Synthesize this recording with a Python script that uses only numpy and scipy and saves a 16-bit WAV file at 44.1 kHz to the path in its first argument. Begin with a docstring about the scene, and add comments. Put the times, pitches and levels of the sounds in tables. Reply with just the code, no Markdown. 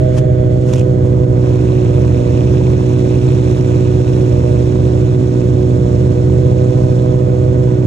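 """The exhaust of a four-cylinder motorcycle drones at a steady fast idle, about 3700 rpm, in a long open barn,
heard from the rider's seat: a sum of crank orders, with a burble of uneven burns that ring the pipe and the barn.
Above it noise bursts locked to the crank make rasp, piston knock and valve tick, over gear whirr and whine.
Early on the microphone is swung round and air buffets it; a sleeve brushes it in short strokes of coloured noise,
and the cuff clicks on the housing as cracks with very short rings."""
import sys
import numpy as np
from scipy import signal
from scipy.fft import rfft, irfft
from scipy.io import wavfile
from scipy.ndimage import uniform_filter1d, minimum_filter1d

SR = 44100
rng = np.random.default_rng(int(sys.argv[2]) if len(sys.argv) > 2 else 0)


def generate_wav(signal):
    """Clip the signal to [-1, 1] and save it as 16-bit WAV at the path in sys.argv[1]."""
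    frames = np.transpose(np.atleast_2d(signal))
    scaled = np.clip(frames, -1, 1) * 32767
    pcm = np.round(scaled).astype(np.int16)
    wavfile.write(sys.argv[1], SR, pcm)


N = 346626

# Mean crankshaft speed. Each row: time in seconds, speed in turns per second.
CRANK_SPEED = [(0.0, 63.15), (0.53, 62.12), (0.8, 62.65), (1.01, 61.7), (1.19, 62.04), (2.35, 60.71),
               (2.61, 61.57), (2.85, 61.36), (4.28, 61.49), (4.38, 60.4), (4.76, 61.58), (5.7, 61.29),
               (5.87, 60.69), (6.02, 61.31), (6.18, 61.05), (6.5, 62.3), (7.54, 62.16), (7.85, 61.41)]
# Orders of the steady exhaust note. Each row: multiple of the crank rate, level in dB within its register.
NOTE_ORDERS = [(0.5, -42), (1, -13), (1.5, -8.5), (2, 4), (2.5, -11), (3, -9.5), (3.5, -26), (4, -18.5),
               (4.5, -23), (5, -8.5), (5.5, -42), (6, -5.5), (6.5, -36), (7, -22), (7.5, -36), (8, -17),
               (8.5, -32), (9, -61.5), (9.5, -23.5), (10, -12.5), (10.5, -31.5), (11, -38), (11.5, -47),
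               (12, -33)]
# Faint higher orders of the note. Each row: multiple of the crank rate, level in dB within its register.
OVERTONE_ORDERS = [(14, -36.5), (16, -31), (20, -37), (24.5, -43.5)]
# Registers of the note, from the firing tone up to the overtones. Each row: level in dB, swell on the standing
# wave in dB, rise in dB per turn per second, lift in dB while the microphone faces the rear.
NOTE_REGISTERS = [(-12.0, -0.4, 0.6, -0.5), (-19.4, 2.4, 0.4, -1.5), (-24.0, -5.2, 1.2, -2.5),
                  (-30, -10, -0.8, 8.5), (-40.5, -0.5, 0.8, -2), (-42.5, -2, 1.5, -22)]
# How unevenly each cylinder burns. Each entry, in firing order: size of its surplus or lack in dB.
BURN_UNEVENNESS_DB = [-12.5, -7.5, -12, -8]
# Pipe and silencer resonances. Each row: frequency in Hz, width in Hz, relative gain in dB.
PIPE_RESONANCES = [(75.4, 20.5, 3.5), (111, 87, -6), (171.5, 18, -3.5), (226.3, 21, -14.5),
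                   (253.2, 15.5, -5), (353.3, 4.1, -9.5), (451, 28, -18), (575, 14, -11.5), (626, 16, -12)]
# Side tones of the lope, a quarter order beside the crank orders. Each row: multiple of the crank rate, level in dB.
LOPE_SIDE_TONES = [(1.25, -28), (1.75, -26), (2.25, -23), (3.75, -40.5), (4.25, -30), (4.75, -47.5),
                   (5.75, -46.5), (6.25, -54), (7.25, -45.5), (8.25, -40.5), (9.25, -44.5)]
# The barn's answer to the uneven burns. Each row: frequency in Hz, relative density in dB per Hz.
BARN_COLOUR = [(15, -26.5), (35, -24.5), (60, -1), (90, -0.5), (130, 0), (250, -12), (400, -12.5),
               (500, -17), (700, -23.5), (1100, -56), (3000, -100)]

# Clatter at the seat, muffled at first behind the rider's arm; each part follows its swings about the mean
# to its own degree. Each row: time in seconds, level in dB.
CLATTER_LEVEL = [(0.9, -52), (1.32, -49), (1.45, -44.5), (3.38, -43), (6.34, -47.5), (6.78, -46.5),
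                 (7.25, -47.5), (7.8, -47.5)]
# Treble of the clatter and whines. Each row: time in seconds, gain in dB.
CLATTER_TREBLE = [(0.18, -1.5), (0.3, -5.5), (0.58, -0.5), (0.72, -0.5), (1.25, -2.5), (1.45, -2),
                  (4.4, -0.5), (6.95, 0.5), (7.3, -1.5), (7.8, -1.5)]
# Colours of gas rasp, piston knock, valve tick, valve snap and the whirr of gears and cam chain.
# Each row: frequency in Hz, relative density in dB per Hz.
RASP_COLOUR = [(410, -63.5), (700, 1), (751, -11), (789, -1.5), (982, -2), (1850, -20), (2300, -19),
               (2990, -49), (5060, -120)]
KNOCK_COLOUR = [(700, -32.5), (1300, -3.5), (2000, -8), (2180, -4.5), (2530, 4), (3100, -4), (3540, -1.5),
                (4130, -4), (4800, -31.5), (6240, -29.5), (10600, -120)]
TICK_COLOUR = [(2760, -29.5), (4400, -11), (4850, -8), (5300, -3), (5700, -3), (6250, -7.5), (6910, -4),
               (8100, -10), (10800, -22.5), (12500, -42), (16300, -60), (22000, -120)]
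SNAP_COLOUR = [(900, -25.5), (1600, 3.5), (2500, 6), (3400, 1.5), (4800, -0.5), (6000, 7.5), (7200, -1),
               (8200, -16), (10500, -7.5), (12500, -18.5)]
WHIRR_COLOUR = [(700, -14.5), (1000, 1.5), (1300, 1.5), (1500, 4.5), (1700, -0.5), (1950, -2), (2600, -6.5),
                (3000, -5), (3450, -6.5), (3800, -10.5), (4350, -9.5), (4850, -13.5), (5300, -11),
                (5900, -21), (6500, -8.5), (7400, -15.5), (8200, -21), (10300, -34.5), (11500, -47.5)]
# How hard each cylinder rasps and knocks. Each entry, in firing order: relative force in dB.
RASP_FORCE_DB = [-4, 0, 0, -4]
KNOCK_FORCE_DB = [-1, 1, 0, -1]
# How hard each valve ticks and snaps through the two turns of a cycle. Each entry: relative force in dB.
TICK_FORCE_DB = [0, 0, 1, -1, 0, -3, 1, -1]
SNAP_FORCE_DB = [-1, 2, 0, -1]
# Lateness from the clearance of each piston and valve. Each entry: mean delay in seconds.
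PISTON_DELAY_S = [0, 0, 0.0005, 0.00025]
TICK_DELAY_S = [0.0003, -0.0001, 0.0006, -0.0003, 0, -0.0003, 0.0001, -0.0003]
SNAP_DELAY_S = [0.0005, 0.0008, 0.0001, 0.0003]
# Faint whines of the gears. Each row: frequency in Hz, width in Hz, settled level in dB.
GEAR_WHINES = [(1980, 200, -57.5), (3420, 180, -58), (6900, 200, -65)]

# Shading between the two microphone ports. Each row: frequency in Hz, left over right in dB.
PORT_LEVELS = [(60, -4.5), (123, -1.5), (250, -5.5), (370, -8), (500, -13), (620, -13), (800, -4.5),
               (1400, -1), (2600, -0.5), (4200, -2.5), (5400, -8.5), (7000, -5), (10500, -3.5)]
# Phase between the ports. Each row: frequency in Hz, lead of the left in radians.
PORT_LEADS = [(60, -0.2), (125, -0.45), (250, 0), (400, 0), (495, 0.7), (600, 2.2), (1300, 2.3),
              (1900, 1.3), (2900, 1.6), (4300, 0.4), (4900, -3.0), (6300, -6.0)]
# How alike the ports hear diffuse sound. 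Each row: frequency in Hz, likeness from 0 to 1.
PORT_LIKENESS = [(100, 0.89), (500, 0.95), (1200, 0.71), (3000, 0.82), (5500, 0.65), (10000, 0.9)]
# Air buffeting the microphone. Each row: frequency in Hz, relative density in dB per Hz.
AIR_COLOUR = [(8, -16.5), (20, 21), (40, 13.5), (80, 15), (250, -61)]
# Sleeve brushes. Each row: time of the peak in seconds, level in dB, rise in seconds, fall in seconds,
# share of dull crackle from 0 to 1, left over right in dB.
SLEEVE_STROKES = [(0.186, -30.5, 0.023, 0.0073, 0.03, 9), (0.695, -39.5, 0.047, 0.08, 0.1, 8),
                  (0.736, -30.5, 0.0036, 0.0033, 0.6, -10), (0.762, -37, 0.0042, 0.006, 0.8, -12),
                  (0.783, -32, 0.0077, 0.0081, 0.8, -5), (0.795, -33, 0.0022, 0.0045, 1, 3),
                  (0.811, -32, 0.0014, 0.0036, 1, -8), (1.065, -44, 0.012, 0.013, 0.05, -1)]
# Colours of the cloth. Each row: frequency in Hz, relative density in dB per Hz.
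SWISH_COLOUR = [(300, -10), (900, 6), (2500, -3.5), (4500, -7), (6500, -2.5), (9000, -11.5), (14000, -25.5)]
CRACKLE_COLOUR = [(300, -4), (900, -0.5), (1950, -17), (2500, 9), (3300, 4), (4500, -9.5), (7000, -2.5),
                  (12000, -32)]
# The cuff catching on the housing. Each row: start in seconds, level in dB, ring in Hz, left over right in dB.
CUFF_CATCHES = [(0.7294, -27, 5470, -8), (0.7328, -29, 6200, -5), (0.7362, -17, 3570, -9),
                (0.7386, -19.5, 5760, -5), (0.7454, -32, 6000, -3), (0.748, -25, 5600, -5),
                (0.7572, -26, 2640, -1), (0.7637, -30, 7000, -6), (0.783, -29, 7200, -3),
                (0.7882, -28, 2470, 0), (0.7975, -35, 5750, -6), (0.8077, -30, 2900, -3),
                (0.8112, -30, 2490, -3)]


def from_db(db):
    """Level is logarithmic: 20 dB is a factor of ten in amplitude."""
    return 10 ** (np.asarray(db) / 20)


def rms_one(x):
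    """Power is the mean square: scale it to one."""
    return x / np.sqrt(np.mean(x ** 2) + 1e-20)


def in_time(rows):
    """Linear interpolation: the columns of a curve, sample by sample."""
    s, *columns = np.transpose(rows)
    return [np.interp(np.arange(N) / SR, s, c) for c in columns]


def per_bin(points):
    """Interpolation over log frequency: a table read at every spectral bin."""
    hz, value = np.transpose(points)
    bins_hz = np.arange(N // 2 + 1) * SR / N
    return np.interp(np.log(bins_hz + 1), np.log(hz), value)


def colour(x, spectrum):
    """Spectral shaping: weight every bin, then scale to unit rms."""
    return rms_one(irfft(rfft(x) * from_db(per_bin(spectrum)), N))


def drift(rate_hz):
    """Low-passed noise: a slow random course of unit rms, drawn every 40 samples."""
    r = np.exp(-80 * np.pi * rate_hz / SR)
    noise = rng.standard_normal(N // 40 + 2002)
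    slow = signal.lfilter([1], [1, -2 * r, r * r], noise)[2000:]  # drop the filter's run-in
    return np.interp(np.arange(N) / 40, np.arange(len(slow)), rms_one(slow))


def stereo_noise():
    """Partial coherence: a mid and a side noise make the two ports alike to a given degree."""
    alike = per_bin(PORT_LIKENESS)
    mid, side = rfft(rng.standard_normal((2, N)))
    return irfft(np.sqrt(1 + alike) * mid + np.sqrt(1 - alike) * side * [[1], [-1]], N)


def resonance(x, hz, width_hz):
    """Damped oscillator: a pole pair with unit gain at its peak."""
    r = np.exp(-np.pi * width_hz / SR)
    numerator = np.array([1, 0, -1]) * (1 - r * r) / 2
    return signal.lfilter(numerator, [1, -2 * r * np.cos(2 * np.pi * hz / SR), r * r], x + 1e-18)


def moments(turns, count):
    """Phase locking: the samples at which an event falls, count times in each turn of the crank."""
    return np.flatnonzero(np.diff(np.floor(turns * count)) > 0)


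def clicks(at, sizes):
    """Impulse train: single-sample pushes."""
    out = np.zeros(N)
    out[at] = sizes
    return out


def rearward():
    """Orientation: how far the microphone still faces the rear, 1 at first and fading to 0."""
    turning_s = 0.57
    return np.exp(-(np.arange(N) / SR / turning_s) ** 2)


def silencer_lead(multiple):
    """Dispersion: the silencer shifts each crank order ahead, in radians, the lowest most."""
    return 9.9 / multiple ** 2.3


def register_levels(speed):
    """Standing waves: near one crank speed some registers swell and others cancel; levels in dB."""
    standing_turns_per_s, width_turns_per_s = 61.44, 0.2
    off = speed - standing_turns_per_s
    nearness = 1 / (1 + (off / width_turns_per_s) ** 2)
    return [db + swell_db * nearness + rise_db * off + lift_db * rearward()
            for db, swell_db, rise_db, lift_db in NOTE_REGISTERS]


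def exhaust_note(turns, register_db, waver_db):
    """Fourier synthesis: crank orders add up to pressure pulses."""
    multiples, levels_db = np.transpose(NOTE_ORDERS + OVERTONE_ORDERS)
    register = np.digitize(multiples, [3.25, 7.25, 8.75, 11.75, 13])
    out = np.zeros(N)
    for k, level_db in enumerate(register_db):
        lines = np.zeros(N)
        for m, db in zip(multiples[register == k], levels_db[register == k]):
            # the cylinders differ more in timing than in strength, so the half orders alternate in sign
            sign = (-1) ** int(m) if m % 1 else 1
            level = from_db(db + waver_db * np.sqrt(m) * drift(22.0))
            lines += sign * level * np.cos(2 * np.pi * m * turns + silencer_lead(m))
        out += from_db(level_db) * rms_one(lines)
    return out


def uneven_burns(turns, rebound):
    """Negative feedback: a weak burn leaves fuel for a strong one two turns later; one push per surplus or lack."""
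    at = moments(turns, count=2)
    memory = np.r_[1, np.zeros(len(BURN_UNEVENNESS_DB) - 1), rebound]
    surplus = np.tanh(2 * signal.lfilter([1], memory, rng.standard_normal(len(at))))
    return clicks(at, surplus * from_db(np.resize(BURN_UNEVENNESS_DB, len(at))))


def burble(puffs, top_hz, bottom_hz):
    """Resonators in parallel: the uneven burns ring the pipe and the silencer."""
    pipe = np.zeros(N)
    for k, (hz, width_hz, db) in enumerate(PIPE_RESONANCES):
        pipe += (-1) ** k * from_db(db) * resonance(puffs, hz, width_hz)
    pipe = signal.sosfilt(signal.butter(3, bottom_hz, "high", fs=SR, output="sos"), pipe)
    return rms_one(signal.sosfilt(signal.butter(6, top_hz, fs=SR, output="sos"), pipe))


def lope_tones(turns, wander, swell_db, waver_db):
    """Phase modulation: firings early and late once in four turns put quadrature tones above and below each order."""
    out = np.zeros(N)
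    for m, db in LOPE_SIDE_TONES:
        side = np.sign(np.sin(2 * np.pi * m))  # upper and lower tones wander in opposite ways
        level = from_db(db + waver_db * drift(2.8)) * np.sqrt(2)
        out += level * np.sin(2 * np.pi * m * turns + side * wander + silencer_lead(m))
    return out * rms_one(from_db(swell_db * drift(3.4)))


def barn(x):
    """Reverberation: convolution with dense, dull noise that decays exponentially."""
    t60_s = 1.38
    tail = stereo_noise() * from_db(-60 * np.arange(N) / SR / t60_s)
    return colour(irfft(rfft(x) * rfft(tail), N), BARN_COLOUR)


def contacts(turns, spectrum, count, decay_s, scatter_db, surge_db, jitter_s, bed_db, force_db=(0,), delay_s=(0,)):
    """Impact noise: short bursts locked to the crank, no two alike, over a steady bed of the same colour."""
    at = moments(turns, count)
    chance = rng.standard_normal((len(at), 2))
    late_s = np.resize(delay_s, len(at)) + jitter_s * chance[:, 0]
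    at = np.clip(at + (SR * late_s).astype(int), 0, N - 1)
    sizes = from_db(np.resize(force_db, len(at)) + scatter_db * chance[:, 1])
    blows = clicks(at, sizes) * from_db(surge_db * drift(26))
    r = np.exp(-1 / (decay_s * SR))
    bursts = rms_one(signal.lfilter([1], [1, -2 * r, r * r], blows + 1e-18))
    return colour(stereo_noise() * np.hypot(bursts, from_db(bed_db)), spectrum)


def rasp(turns, lope, swing_db):
    """Turbulent gas flow: noise bursts twice a turn, their level tied to the lope."""
    bursts = contacts(turns, RASP_COLOUR, count=2, decay_s=.0007, scatter_db=1.2, surge_db=.8, jitter_s=.00012,
                      bed_db=1, force_db=RASP_FORCE_DB, delay_s=PISTON_DELAY_S)
    return from_db(-39 + 0.68 * swing_db - 0.4 * lope - 3 * rearward()) * bursts


def knock(turns, swing_db):
    """Impact: pistons knock twice a turn."""
    bursts = contacts(turns, KNOCK_COLOUR, count=2, decay_s=.0005, scatter_db=1.2, surge_db=.8, jitter_s=.0001,
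                      bed_db=-4, force_db=KNOCK_FORCE_DB, delay_s=PISTON_DELAY_S)
    return from_db(-49 + 1.95 * swing_db) * bursts


def tick(turns, swing_db):
    """Impact across a clearance: valves tick four times a turn."""
    bursts = contacts(turns, TICK_COLOUR, count=4, decay_s=.0005, scatter_db=1.3, surge_db=1.1, jitter_s=.00012,
                      bed_db=-1, force_db=TICK_FORCE_DB, delay_s=TICK_DELAY_S)
    return from_db(-49.5 + 0.94 * swing_db) * bursts


def snap(turns, swing_db):
    """Impact on closing: valves snap shut halfway between firings."""
    bursts = contacts(turns + 1 / 4, SNAP_COLOUR, count=2, decay_s=.00025, scatter_db=1.8, surge_db=1.3,
                      jitter_s=.0001, bed_db=-3.5, force_db=SNAP_FORCE_DB, delay_s=SNAP_DELAY_S)
    return from_db(-56 + 2.4 * swing_db) * bursts


def whirr(turns, swing_db):
    """Meshing noise: gears and cam chain run on as a bed with faint pulses."""
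    bursts = contacts(turns, WHIRR_COLOUR, count=2, decay_s=0.0056, scatter_db=1.5, surge_db=3, jitter_s=0.0003,
                      bed_db=10)
    return from_db(-43.5 + 0.068 * swing_db + 3.5 * rearward()) * bursts


def clatter(turns, lope):
    """Superposition: the mechanical noises add, each following the level at the seat to its own degree."""
    level_db, = in_time(CLATTER_LEVEL)
    swing_db = level_db - np.mean(CLATTER_LEVEL, axis=0)[1]
    return (rasp(turns, lope, swing_db) + knock(turns, swing_db) + tick(turns, swing_db)
            + snap(turns, swing_db) + whirr(turns, swing_db))


def whines():
    """Narrow-band excitation: gear teeth keep a few resonances of the casing singing."""
    mesh = stereo_noise()
    singing = sum(from_db(db) * rms_one(resonance(mesh, hz, width_hz)) for hz, width_hz, db in GEAR_WHINES)
    return from_db(5 * rearward()) * singing


def shaded(x):
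    """A time-varying high shelf: the treble dulls and brightens again."""
    treble_db, = in_time(CLATTER_TREBLE)
    top = irfft(rfft(x) * per_bin([(2000, 0), (4000, 1)]), N)
    return x + (from_db(treble_db) - 1) * top


def ports(x):
    """Diffraction: the housing shades the left port and shifts its phase against the right one."""
    balance, phase = from_db(per_bin(PORT_LEVELS)), per_bin(PORT_LEADS)
    response = np.array([balance * np.exp(1j * phase), np.ones_like(balance)]) * 2 / (1 + balance)
    return irfft(rfft(x) * response, N)


def buffet():
    """Wind noise: air rumbles on the swung microphone, mostly its left port, then dies down to a faint draught."""
    swing_end_s, settle_s = 0.54, 0.13
    level_db, = in_time([(swing_end_s, -30), (swing_end_s + settle_s, -49)])
    rumble = colour(rng.standard_normal((2, N)), AIR_COLOUR)
    return from_db(level_db) * rumble * from_db([[2], [-3]])


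def sleeve(grain_db):
    """Friction: cloth swishes over the housing and catches in small crackles."""
    t, swish, crackle = np.arange(N) / SR, np.zeros((2, N)), np.zeros((2, N))
    for s, db, rise_s, fall_s, share, pan_db in SLEEVE_STROKES:
        stroke = np.exp(-np.minimum(np.maximum((s - t) / rise_s, (t - s) / fall_s), 20))
        stroke = stroke * from_db([[db + pan_db / 2], [db - pan_db / 2]])
        swish += np.sqrt(1 - share) * stroke
        crackle += np.sqrt(share) * stroke
    catching = from_db(grain_db * drift(250))
    return swish * colour(stereo_noise(), SWISH_COLOUR) + crackle * colour(stereo_noise() * catching, CRACKLE_COLOUR)


def cuff():
    """Impact: each catch is a sharp crack on the housing with a very short ring at its own pitch."""
    crack_decay_s, ring_decay_s, ring_db = 0.00067, 0.0011, -3
    out, crack = np.zeros((2, N)), colour(stereo_noise(), SWISH_COLOUR)
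    t = np.arange(SR // 20) / SR
    for s, db, hz, pan_db in CUFF_CATCHES:
        span = int(s * SR) + np.arange(len(t))
        ring = from_db(ring_db) * np.sin(2 * np.pi * hz * t) * np.exp(-t / ring_decay_s)
        click = crack[:, span] * np.exp(-t / crack_decay_s) + ring
        out[:, span] += from_db([[db + pan_db / 2], [db - pan_db / 2]]) * click
    return out


def scene():
    """Common drive: one crank drives every part of the engine."""
    speed, = in_time(CRANK_SPEED)
    turns = np.cumsum(speed * (1 + 0.00085 * drift(12.6))) / SR
    puffs = uneven_burns(turns + 0.07, rebound=0.6)  # burns lead by 0.07 turn
    wander = 1.66 * drift(1.92)  # radians: the lope keeps only loosely in step with the crank
    lope = np.cos(np.pi / 2 * turns + wander)
    note = exhaust_note(turns, register_levels(speed), waver_db=0.58)
    lumps = from_db(-19.5) * burble(puffs, top_hz=673, bottom_hz=52.0)
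    lumps = lumps + lope_tones(turns, wander, swell_db=1.2, waver_db=2.0)
    # the burns even out as the crank runs faster: 2.4 dB less burble and lope per turn per second
    unsteady = from_db(-2.4 * (speed - speed.mean()))
    wash = from_db(-18.5) * barn(puffs)
    engine = note + unsteady * lumps + wash + shaded(clatter(turns, lope) + whines())
    return ports(engine) + buffet() + sleeve(grain_db=5.0) + cuff()


def limiter(x, ceiling_db, release_db_per_s):
    """Gain control: the gain ducks smoothly just ahead of each peak and then recovers."""
    over_db = np.maximum(20 * np.log10(np.abs(x).max(axis=0) + 1e-9) - ceiling_db, 0)
    ramp = release_db_per_s * np.arange(N) / SR
    gain_db = ramp - np.maximum.accumulate(over_db + ramp)
    ahead_db = minimum_filter1d(gain_db, size=301)
    smooth_db = uniform_filter1d(uniform_filter1d(ahead_db, size=151), size=151)
    return x * from_db(smooth_db)


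def record(dry):
    """Limited range and bandwidth: peaks are held down and the top is cut by a steep low-pass."""
    cutoff_hz = 12700
    held = limiter(dry, ceiling_db=-.3, release_db_per_s=80)
    return signal.sosfilt(signal.ellip(8, .2, 70, cutoff_hz, fs=SR, output="sos"), held)


dry = scene()
out = record(dry)
generate_wav(out)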